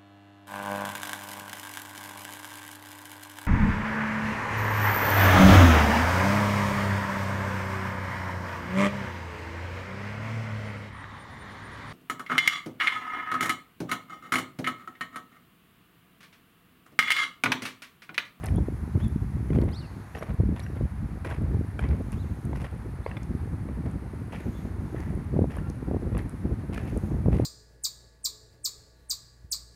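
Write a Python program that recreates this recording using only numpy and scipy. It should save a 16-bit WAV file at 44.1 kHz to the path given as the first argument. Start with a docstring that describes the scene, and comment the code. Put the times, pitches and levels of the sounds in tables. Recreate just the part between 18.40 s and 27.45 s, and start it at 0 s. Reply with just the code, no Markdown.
"""From the start, wind buffets the microphone over a river far below, a thin hiss and a faint trill.
At once someone is walking along a suspension footbridge, a step about every 0.6 s: soles scuff,
loose planks clack, grit and fittings tick. A bird on the bank whistles now and then, loudest near
1.4 s. Cloth swishes from 1.3 s on, and the loaded deck squeaks near 1.8, 2.2 and 7.3 s.
Steps and gusts go on to the end, at 9 s."""
import sys
import numpy as np
from scipy import signal
from scipy.fft import rfft, irfft, next_fast_len
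from scipy.io import wavfile
from scipy.ndimage import uniform_filter1d, map_coordinates

SR = 44100
rng = np.random.default_rng(int(sys.argv[2]) if len(sys.argv) > 2 else 0)


def to_wav(s):
    """Save 16-bit WAV."""
    ch = np.atleast_2d(s).T  # columns
    pcm = np.round(np.clip(ch, -1, 1) * 32767)  # PCM
    wavfile.write(sys.argv[1], SR, pcm.astype(np.int16))


N = 399105


def amp(db):
    """Turn decibels into a number to multiply by."""
    return 10 ** (np.asarray(db) / 20)

def unit(x):
    """Scale x so that its average level (rms) is 1."""
    return x / np.sqrt(np.mean(x ** 2) + 1e-20)

def curve(rows):
    """Join (seconds, value) points with straight lines, one value per sample."""
    times, values = np.transpose(rows)
    return np.interp(np.arange(N) / SR, times, values)

def wobble(rate):
    """A smooth curve through `rate` random values a second."""
    points = rng.standard_normal(int(N * rate / SR) + 4)
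    return map_coordinates(points, [np.arange(N) * rate / SR])

def filtered(x, response):
    """Turn each frequency in x up or down by response(hz)."""
    size = next_fast_len(len(x) + 8192)
    return irfft(rfft(x, size) * response(np.fft.rfftfreq(size, 1 / SR)), size)[:len(x)]

def coloured(x, spectrum):
    """Shape x with (Hz, dB) points and bring its level to 1."""
    freqs, db = np.transpose(spectrum)
    return unit(filtered(x, lambda hz: amp(np.interp(np.log(hz + 1), np.log(freqs), db))))

def noise(spectrum):
    """Noise at level 1 with the given spectrum."""
    return coloured(rng.standard_normal(N), spectrum)

def levelled(x, span_s):
    """Even out swells that last longer than span_s."""
    power = uniform_filter1d(np.abs(signal.hilbert(x)) ** 2 / 2, max(int(span_s * SR), 1))
    return x / np.sqrt(np.abs(power) + 1e-3)

def add(track, start_s, x):
    """Mix x into the track at start_s."""
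    part = track[max(round(start_s * SR), 0):][:len(x)]
    part += x[:len(part)]

def glide(rows, roughness, octave_db):
    """An unsteady tone and its octave, following rows of (seconds, Hz, dB)."""
    times, hz, db = np.transpose(rows)
    t = np.arange(times[0], times[-1], 1 / SR)
    jitter = unit(uniform_filter1d(rng.standard_normal(len(t)), size=60))
    pitch = np.interp(t, times, hz) * (1 + roughness * jitter)
    phase = 2 * np.pi * np.cumsum(pitch) / SR
    tone = np.sin(phase) + amp(octave_db) * np.sin(2 * phase)
    envelope = np.sqrt(2) * amp(np.interp(t, times, db)) * signal.windows.tukey(len(t), .15)
    out = np.zeros(N)
    add(out, times[0], envelope * tone)
    return out

def echo(x, fade_s):
    """The surroundings scatter x back as a blur that falls 60 dB in fade_s."""
    t = np.arange(SR) / SR
    tail = rng.standard_normal(SR) * amp(-60 * t / fade_s) * (1 - np.exp(-t / (fade_s / 20)))
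    return signal.fftconvolve(x, tail / np.linalg.norm(tail))[:N]

def eddy(db, half_s, skew):
    """A passing swirl of air is one pressure spike with suction beside it, centred 20 ms in."""
    u = np.arange(-SR // 50, SR // 50) / SR / (2 * half_s)
    spike = np.real(np.exp(1j * skew) / (1 - 1j * u) ** 4)
    return amp(db) * spike * signal.windows.tukey(len(u))

# The breeze between gusts. Each row: time in seconds, relative level in dB.
BREEZE_LEVEL = [(0.0, -33), (0.45, -33.5), (1.13, -30), (1.39, -35.5), (1.7, -43), (2.14, -34), (3.45, -34),
                (3.6, -31.5), (4.66, -38), (5.04, -32.5), (6.2, -38.5), (6.43, -33), (7.64, -32),
                (7.76, -35.5), (8.57, -31.5), (9.05, -24.5)]
# Gusts on the microphone. Each row: start in seconds, length in seconds, relative level in dB.
WIND_GUSTS = [(0.081, 0.16, -22), (0.428, 0.03, -23.5), (0.549, 0.042, -19.5), (.625, 0.05, -21),
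              (0.755, 0.013, -26), (0.813, 0.025, -23.5), (1.099, 0.2, -23), (1.157, 0.08, -22.5),
              (1.886, 0.065, -28.5), (1.986, .15, -21), (2.405, 0.061, -24), (3.012, 0.21, -25),
              (3.428, 0.13, -22), (3.72, 0.14, -30.5), (4.05, 0.2, -32.5), (4.886, .06, -31),
              (5.25, 0.021, -33), (5.381, 0.2, -31.5), (6.055, 0.042, -26), (6.221, 0.056, -31),
              (6.933, .13, -23), (7.477, 0.1, -26.5), (7.673, 0.13, -26), (8.038, 0.11, -27),
              (8.666, 0.092, -30), (8.838, 0.18, -22.5)]

def wind_strength(breeze_db=2, unrest_db=2.0, rise_s=0.0077, fall_s=0.031):
    """Each gust rises, holds and drops on top of a restless breeze; their powers add."""
    t = np.arange(N) / SR
    edge = lambda x: (1 + np.tanh(2 * x)) / 2
    power = amp(curve(BREEZE_LEVEL) + breeze_db + unrest_db * wobble(12)) ** 2
    for start, length, db in WIND_GUSTS:
        gust = amp(db) * edge((t - start) / rise_s) * edge((start + length - t) / fall_s)
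        power += gust ** 2
    return np.sqrt(power)

# The wind's deep rumble and quicker flutter. Each row: frequency in Hz, relative level in dB.
RUMBLE_SPECTRUM = [(20, -51), (30, -56), (40, -28), (52, 1), (66, 1), (100, -0.5), (150, -6.5), (200, -11),
                   (300, -23.5), (600, -99.5)]
FLUTTER_SPECTRUM = [(80, -6.5), (150, -1.5), (220, -2.2), (320, -5.5), (450, -14), (650, -22),
                    (1000, -30.5), (2000, -67), (8000, -100)]
# How choppy the wind is. Each row: time in seconds, relative flutter level in dB.
FLUTTER_LEVEL = [(0, -11.5), (.9, -16.5), (1.2, -7), (2.6, -14.5), (3.45, -9), (5.1, -10), (6.0, -3),
                 (7.0, -8), (7.6, -4), (9, -6)]

def wind(level_db=-0.99, flutter_db=1, lump_db=5.0, buffet_db=3.0, eddies_per_s=22):
    """Big swirls of air rumble on the microphone; small ones flutter in quick lumps and spikes."""
    buffets = amp(buffet_db * wobble(38))
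    rumble = unit(levelled(noise(RUMBLE_SPECTRUM), span_s=0.069) * buffets)
    flutter = levelled(noise(FLUTTER_SPECTRUM), span_s=0.0307)
    flutter = unit(flutter * buffets * amp(lump_db * wobble(130)))
    spikes = np.zeros(N)
    for when, size, width, skew in rng.random((int(eddies_per_s * N / SR), 4)):
        spike = eddy(db=9 * size - 1, half_s=0.0014 * 2 ** (width - .5), skew=2 * np.pi * skew)
        add(spikes, when * N / SR, spike)
    pressure = rumble + amp(curve(FLUTTER_LEVEL) + flutter_db) * flutter + spikes
    return amp(level_db) * wind_strength() * levelled(pressure, span_s=0.107)

# The rush of the water. Each row: frequency in Hz, relative level in dB.
RIVER_SPECTRUM = [(100, 3.5), (400, -6), (800, 5), (1300, 1.5), (1900, -1.5), (2400, -7.5), (3100, -16.5),
                  (4500, -17), (6000, -29.5), (12000, -42)]

def river(level_db=-52.5, swell_db=.45):
    """Water rushes far below, almost steady in level."""
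    return noise(RIVER_SPECTRUM) * amp(level_db + swell_db * wobble(14))

# The tone of the high hiss. Each row: frequency in Hz, relative level in dB.
HISS_SPECTRUM = [(2000, -29), (5000, 5), (6500, 7), (7500, 3.5), (9000, 1), (10400, 12), (11500, 8.5),
                 (12500, 2), (15500, -4.5)]
# How loud the hiss is. Each row: time in seconds, relative level in dB.
HISS_LOUDNESS = [(0, -65), (.8, -65), (1.6, -68), (3.4, -67), (4.5, -67.5), (5.2, -68), (9, -67)]

def hiss(level_db=-1, swell_db=.6, crackle_db=-7, crackle_hz=9900, flicker_db=6):
    """A thin high hiss; one band of it flickers fast, which gives a fine crackle."""
    band = filtered(rng.standard_normal(N), lambda hz: np.exp(-((hz - crackle_hz) / 1300) ** 2))
    smooth = noise(HISS_SPECTRUM)
    crackle = amp(crackle_db) * unit(band * amp(flicker_db * wobble(190)))
    return (smooth + crackle) * amp(level_db + curve(HISS_LOUDNESS) + swell_db * wobble(6.0))

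# The narrow, high tone of the trill. Each row: frequency in Hz, relative level in dB.
TRILL_SPECTRUM = [(7000, -50), (8200, -6), (8700, -6), (9000, -2), (9250, -14), (10000, -50)]
# How loud the trill is. Each row: time in seconds, level in dB.
TRILL_LOUDNESS = [(0, -79), (2.4, -80), (3.6, -77), (5.5, -75.5), (7.2, -77.5), (9, -77)]

def trill():
    """A faint far-off trill, likely insects on the bank, slowly swells and sinks."""
    return noise(TRILL_SPECTRUM) * amp(curve(TRILL_LOUDNESS))

# The tones a plank rings with. Each row: pitch in Hz, relative level in dB, seconds to fade by 60 dB.
PLANK_TONES = [(412, -2, .018), (518, 5.5, 0.013), (642, -1, 0.015), (787, 3.5, 0.0092), (1084, 2, 0.011),
               (1570, -6, 0.016), (1885, 3.5, 0.016), (2213, 0, 0.016), (2776, -8.5, 0.019),
               (3320, -11, 0.0099), (3800, -19.5, 0.0091)]
# The noise of a sole on wood. Each row: frequency in Hz, relative level in dB.
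SOLE_SPECTRUM = [(250, 18.5), (500, -1), (800, -5), (1900, -6.5), (2500, 2.5), (3400, -11), (5500, -12),
                 (8000, -18), (10500, -12), (15000, -29)]
# Feet landing and rolling. Each row: start in seconds, length in seconds, relative level in dB,
# sandy rasp in dB compared with the plank's ring.
SOLE_SCUFFS = [(0.03, 0.051, -46.5, -5), (0.598, 0.066, -53.5, 1), (1.142, 0.032, -45, -5),
               (1.21, .02, -50, -3), (1.276, 0.038, -47.5, -13), (1.745, 0.051, -48.5, -3),
               (1.815, 0.031, -45, -6), (1.857, 0.032, -51.5, -6), (1.89, 0.022, -48, -12),
               (2.158, 0.079, -53, 0.5), (2.352, 0.03, -51.5, -15), (2.844, .035, -43.5, -3),
               (2.885, 0.052, -44, -5), (2.932, .05, -57, 0), (3.386, 0.19, -52.5, -6),
               (3.718, 0.028, -53, 8), (4.148, .04, -54.5, 5.5), (4.198, 0.054, -49.5, 2.5),
               (4.241, .03, -47, -4), (4.664, .07, -53.5, -7), (4.769, 0.012, -43, -7),
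               (5.453, 0.014, -48.5, -6), (5.921, 0.05, -44.5, -2), (5.968, 0.069, -53, -3),
               (6.551, 0.22, -56.5, -7), (7.1, 0.085, -51, -1), (7.777, 0.035, -46.5, -1),
               (8.325, 0.057, -49, 3), (8.373, 0.17, -56, 3.5), (8.914, 0.11, -53, 1)]

def scuffs(level_db=6.5, damping=2.55, slips_per_s=3000, rise_s=0.0025, fade_db=5):
    """A sole catches on weathered wood in tiny slips that rasp and ring each plank in its own way."""
    def slips():
        catches = rng.random(N) < slips_per_s / SR
        return catches * rng.standard_normal(N) * amp(3.5 * wobble(220))

    out = np.zeros(N)
    rasp = levelled(coloured(slips(), SOLE_SPECTRUM), span_s=0.064)
    pushes = slips()
    crunch = unit(amp(2.6 * wobble(130)))  # the slips come in clumps
    hz, db, ring_s = np.transpose(PLANK_TONES)[:, :, None]
    width_hz = damping * np.log(1000) / (np.pi * ring_s)  # the foot damps the plank, widening its tones
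    for start, length, scuff_db, rasp_db in SOLE_SCUFFS:
        span = slice(round(start * SR), round((start + 2 * length) * SR))
        t = np.arange(len(pushes[span])) / SR
        detune, strength = rng.standard_normal((2, len(PLANK_TONES), 1))
        pitches = hz * (1 + 0.031 * detune)
        gains = amp(db + 3.5 * strength)
        plank = lambda f: (gains / (1 + (2 * (f - pitches) / width_hz) ** 2)).sum(0)
        ring = unit(filtered(pushes[span], plank))
        contact = (1 - np.exp(-t / rise_s)) / (1 + (t / length) ** 8)
        pressure = amp(level_db + scuff_db - fade_db * t / length) * contact
        add(out, start, pressure * crunch[span] * (ring + amp(rasp_db) * rasp[span]))
    return out

# Heels, toes and loose planks knocking. Each row: start in seconds, then the relative peak levels
# in dB of the bright clack and of the low thud.
PLANK_KNOCKS = [(.036, -45, -26.5), (.064, -40, -40), (0.0848, -33, -45), (1.103, -38, -38),
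                (1.1308, -36, -42), (1.1858, -32, -49), (1.7495, -28, -45), (1.8095, -45, -31),
                (2.1943, -35.5, -33), (2.2638, -34, -42), (2.8475, -30.5, -42), (2.8912, -37, -33),
                (2.9108, -28.5, -34), (3.3919, -27, -23), (3.4406, -31, -34), (4.1305, -39, -26.5),
                (4.6628, -28, -18), (4.7136, -30, -48), (4.7685, -30, -55), (5.288, -44, -29),
                (5.931, -45, -29), (5.9614, -34, -42), (7.136, -49, -36), (7.17, -45, -28),
                (7.185, -35, -42), (7.7495, -39, -29.5), (7.7692, -37, -27), (7.7898, -33, -43),
                (8.3607, -36, -38), (8.3784, -29.5, -25), (8.929, -38, -26)]

def knocks(clack_trim_db=-0.4, thud_trim_db=-1, crack_db=-2, crack_s=0.014, rise_s=0.0013):
    """Each struck plank rings briefly at its own pitch; a heavy tread brings out its low tones."""
    out, t = np.zeros(N), np.arange(SR // 8) / SR
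    hz, db, ring_s = np.transpose(PLANK_TONES)[:, :, None]
    low = hz[:, 0] < 1300
    contact = 1 - np.exp(-t / rise_s)
    for start, clack_db, thud_db in PLANK_KNOCKS:
        detune, strength, phase = rng.standard_normal((3, len(PLANK_TONES), 1))
        pitches = hz * (1 + 0.11 * detune)
        tones = amp(db + 2 * strength - 60 * t / ring_s) * np.sin(2 * np.pi * (pitches * t + phase))
        crack = coloured(rng.standard_normal(len(t)), SOLE_SPECTRUM) * amp(crack_db - 60 * t / crack_s)
        clack = contact * (tones[~low].sum(0) + crack)
        thud = contact * tones[low].sum(0)
        add(out, start, amp(clack_db + clack_trim_db) * clack / np.abs(clack).max())
        add(out, start, amp(thud_db + thud_trim_db) * thud / np.abs(thud).max())
    return out

# The sharpest ticks of grit and fittings. Each row: start in seconds, relative peak in dB, pitch in Hz.
SHARP_TICKS = [(0.0403, -35, 10100), (0.0585, -30, 10600), (0.0653, -32, 4730), (.159, -35.5, 10800),
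               (0.6802, -37, 10700), (1.216, -38, 3670), (2.195, -37, 10100), (2.2006, -33, 3940),
               (3.393, -41, 9550), (3.488, -40.5, 4340), (3.7196, -37.5, 10200), (4.0523, -39, 10600),
               (4.8318, -40, 6000), (6.603, -43, 5500), (7.1667, -38, 10500), (7.299, -36.5, 5550),
               (7.7775, -36.5, 10400), (7.894, -37.5, 9500), (8.5736, -35, 9500)]

def ticks(level_db=-3, rise_s=.0009, fade_s=0.01, glint_hz=10400, top_hz=12000, grit_db=-49):
    """Tiny hard contacts each give a few milliseconds of pitched noise with a bright glint on top."""
    out, t = np.zeros(N), np.arange(SR // 20) / SR
    envelope = amp(-60 * t / fade_s) * (1 - np.exp(-t / rise_s))
    band = lambda f, hz, octaves: np.exp(-(np.log2((f + 1) / hz) / octaves) ** 2)
    # One faint grain of grit also cracks under each scuff.
    grit = [(start + 0.091 * rng.random(), grit_db, 9900 * 2 ** (0.17 * rng.normal()))
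            for start, *_ in SOLE_SCUFFS]
    for start, db, hz in SHARP_TICKS + grit:
        def colour(f):
            bands = band(f, hz, .25) + .4 * band(f, glint_hz, .25) + .46 * band(f, hz, 1)
            return bands / (1 + (f / top_hz) ** 10)

        tick = filtered(rng.standard_normal(len(t)), colour) * envelope
        add(out, start, amp(db + level_db) * tick / np.abs(tick).max())
    return out

def whistle(top_s, rise_s, fall_s, start_hz, top_hz, end_hz, db, edge_db=12, bend=1.3):
    """One bird note bends from its start pitch through top_hz to its end, and is loudest midway."""
    t = np.linspace(-rise_s, fall_s, 41)
    away = np.abs(t / np.where(t < 0, rise_s, fall_s)) ** bend
    hz = top_hz + away * (np.where(t < 0, start_hz, end_hz) - top_hz)
    level = db - edge_db * np.linspace(-1, 1, len(t)) ** 2
    return glide(np.transpose([top_s + t, hz, level]), roughness=.028, octave_db=-17)

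# Arched bird notes. Each row: time of the top, rise time and fall time in seconds,
# then start, top and end pitch in Hz, then relative level in dB.
BIRD_NOTES = [(.18, 0.031, 0.016, 3220, 3430, 3320, -59), (0.643, .055, 0.046, 2860, 3560, 3220, -56),
              (1.355, 0.043, 0.0076, 3450, 5670, 5600, -54), (1.387, .062, 0.039, 2800, 4600, 3500, -49.5),
              (1.42, .01, 0.057, 2900, 2950, 2420, -58), (3.815, .057, 0.035, 2800, 4070, 2450, -62),
              (4.681, .055, 0.018, 3050, 4870, 3600, -63), (6.17, 0.043, 0.044, 3400, 3470, 3500, -63)]

def bird(level_db=-1.0, echo_db=-6.5, scatter_hz=3700):
    """A bird whistles; the wooded bank scatters the higher parts back as an echo."""
    song = amp(level_db) * sum(whistle(*note) for note in BIRD_NOTES)
    keep_highs = lambda hz: hz ** 4 / np.sqrt(hz ** 8 + scatter_hz ** 8)
    return song + amp(echo_db) * filtered(echo(song, fade_s=0.62), keep_highs)

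# The hardest swirls of air. Each row: time in seconds, relative peak in dB, half length in seconds.
HARD_EDDIES = [(.286, -15, 0.00095), (0.577, -14, 0.0014), (.762, -10.5, 0.0017), (1.106, -13.5, 0.0011),
               (1.188, -9.5, 0.001), (2.001, -15, 0.00098), (2.411, -18.5, 0.00081), (3.194, -15.5, 0.002),
               (4.952, -16.5, 0.0015), (6.547, -19.5, 0.00079), (6.942, -16, 0.00098),
               (6.966, -16.5, 0.00074), (6.992, -7.5, 0.00087), (7.021, -8, .0015), (7.043, -14, 0.00064),
               (7.513, -16, 0.00072), (7.547, -14, 0.0009), (8.861, -18.5, 0.00054), (8.885, -13, 0.00079),
               (9.0, -9.5, 0.00078)]

def wind_thumps(level_db=-1, skew=0.22):
    """The hardest swirls thump on the microphone one by one."""
    out = np.zeros(N)
    for middle, db, half_s in HARD_EDDIES:
        add(out, middle - 0.02, eddy(db + level_db, half_s, skew))
    return out

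# The tone of rubbing cloth. Each row: frequency in Hz, relative level in dB.
CLOTH_SPECTRUM = [(2000, 2.5), (4000, -4), (5500, -8), (6600, 1), (7600, -9.5), (11500, -10), (12700, -6),
                  (13250, -1), (13650, -8), (14400, -15), (16000, -28)]
# Soft swishes, likely a jacket. Each row: start in seconds, length in seconds, relative level in dB.
CLOTH_SWISHES = [(1.3, .7, -68.5), (3.4, .95, -69), (5.88, .52, -64.5), (6.3, .52, -69), (8.3, .6, -66.5)]

def swishes(level_db=2.5, taper=0.8):
    """Cloth slides over cloth with a fine high rasp that swells and fades."""
    speed = np.zeros(N)
    for start, length, db in CLOTH_SWISHES:
        add(speed, start, amp(db + level_db) * signal.windows.tukey(int(length * SR), taper))
    return speed * noise(CLOTH_SPECTRUM)

# Squeaks of the loaded deck. Each row: middle in seconds, half length in seconds, pitch in Hz,
# level in dB, the octave above in dB compared with the main tone.
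DECK_SQUEAKS = [(1.793, 0.0079, 5700, -54.5, 0), (2.238, 0.0095, 5650, -53, -7),
                (7.261, 0.045, 1375, -52, -18)]

def squeaks(edge_db=12):
    """The deck sticks and slips, making brief tones that swell and fade."""
    out = np.zeros(N)
    for middle, half_s, hz, db, octave_db in DECK_SQUEAKS:
        swell = [(middle - half_s, hz, db - edge_db),
                 (middle, hz, db),
                 (middle + half_s, hz, db - edge_db)]
        out += glide(swell, roughness=0.015, octave_db=octave_db)
    return out

def scene():
    """The steps echo along the deck; cloth, bird, river and wind surround them, in one channel."""
    steps = knocks() + scuffs() + ticks() + squeaks()
    walker = steps + amp(-12.5) * echo(steps, fade_s=.42) + swishes()
    return (walker + bird() + trill() + river() + hiss() + wind() + wind_thumps())[None]

def record(dry, low_cut_hz=38, top_hz=15850):
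    """The microphone sheds the deepest rumble and keeps nothing above top_hz."""
    response = lambda hz: (hz < top_hz) * hz ** 4 / np.sqrt(hz ** 8 + low_cut_hz ** 8)
    return filtered(dry[0], response)[None]

dry = scene()
out = record(dry)
to_wav(out)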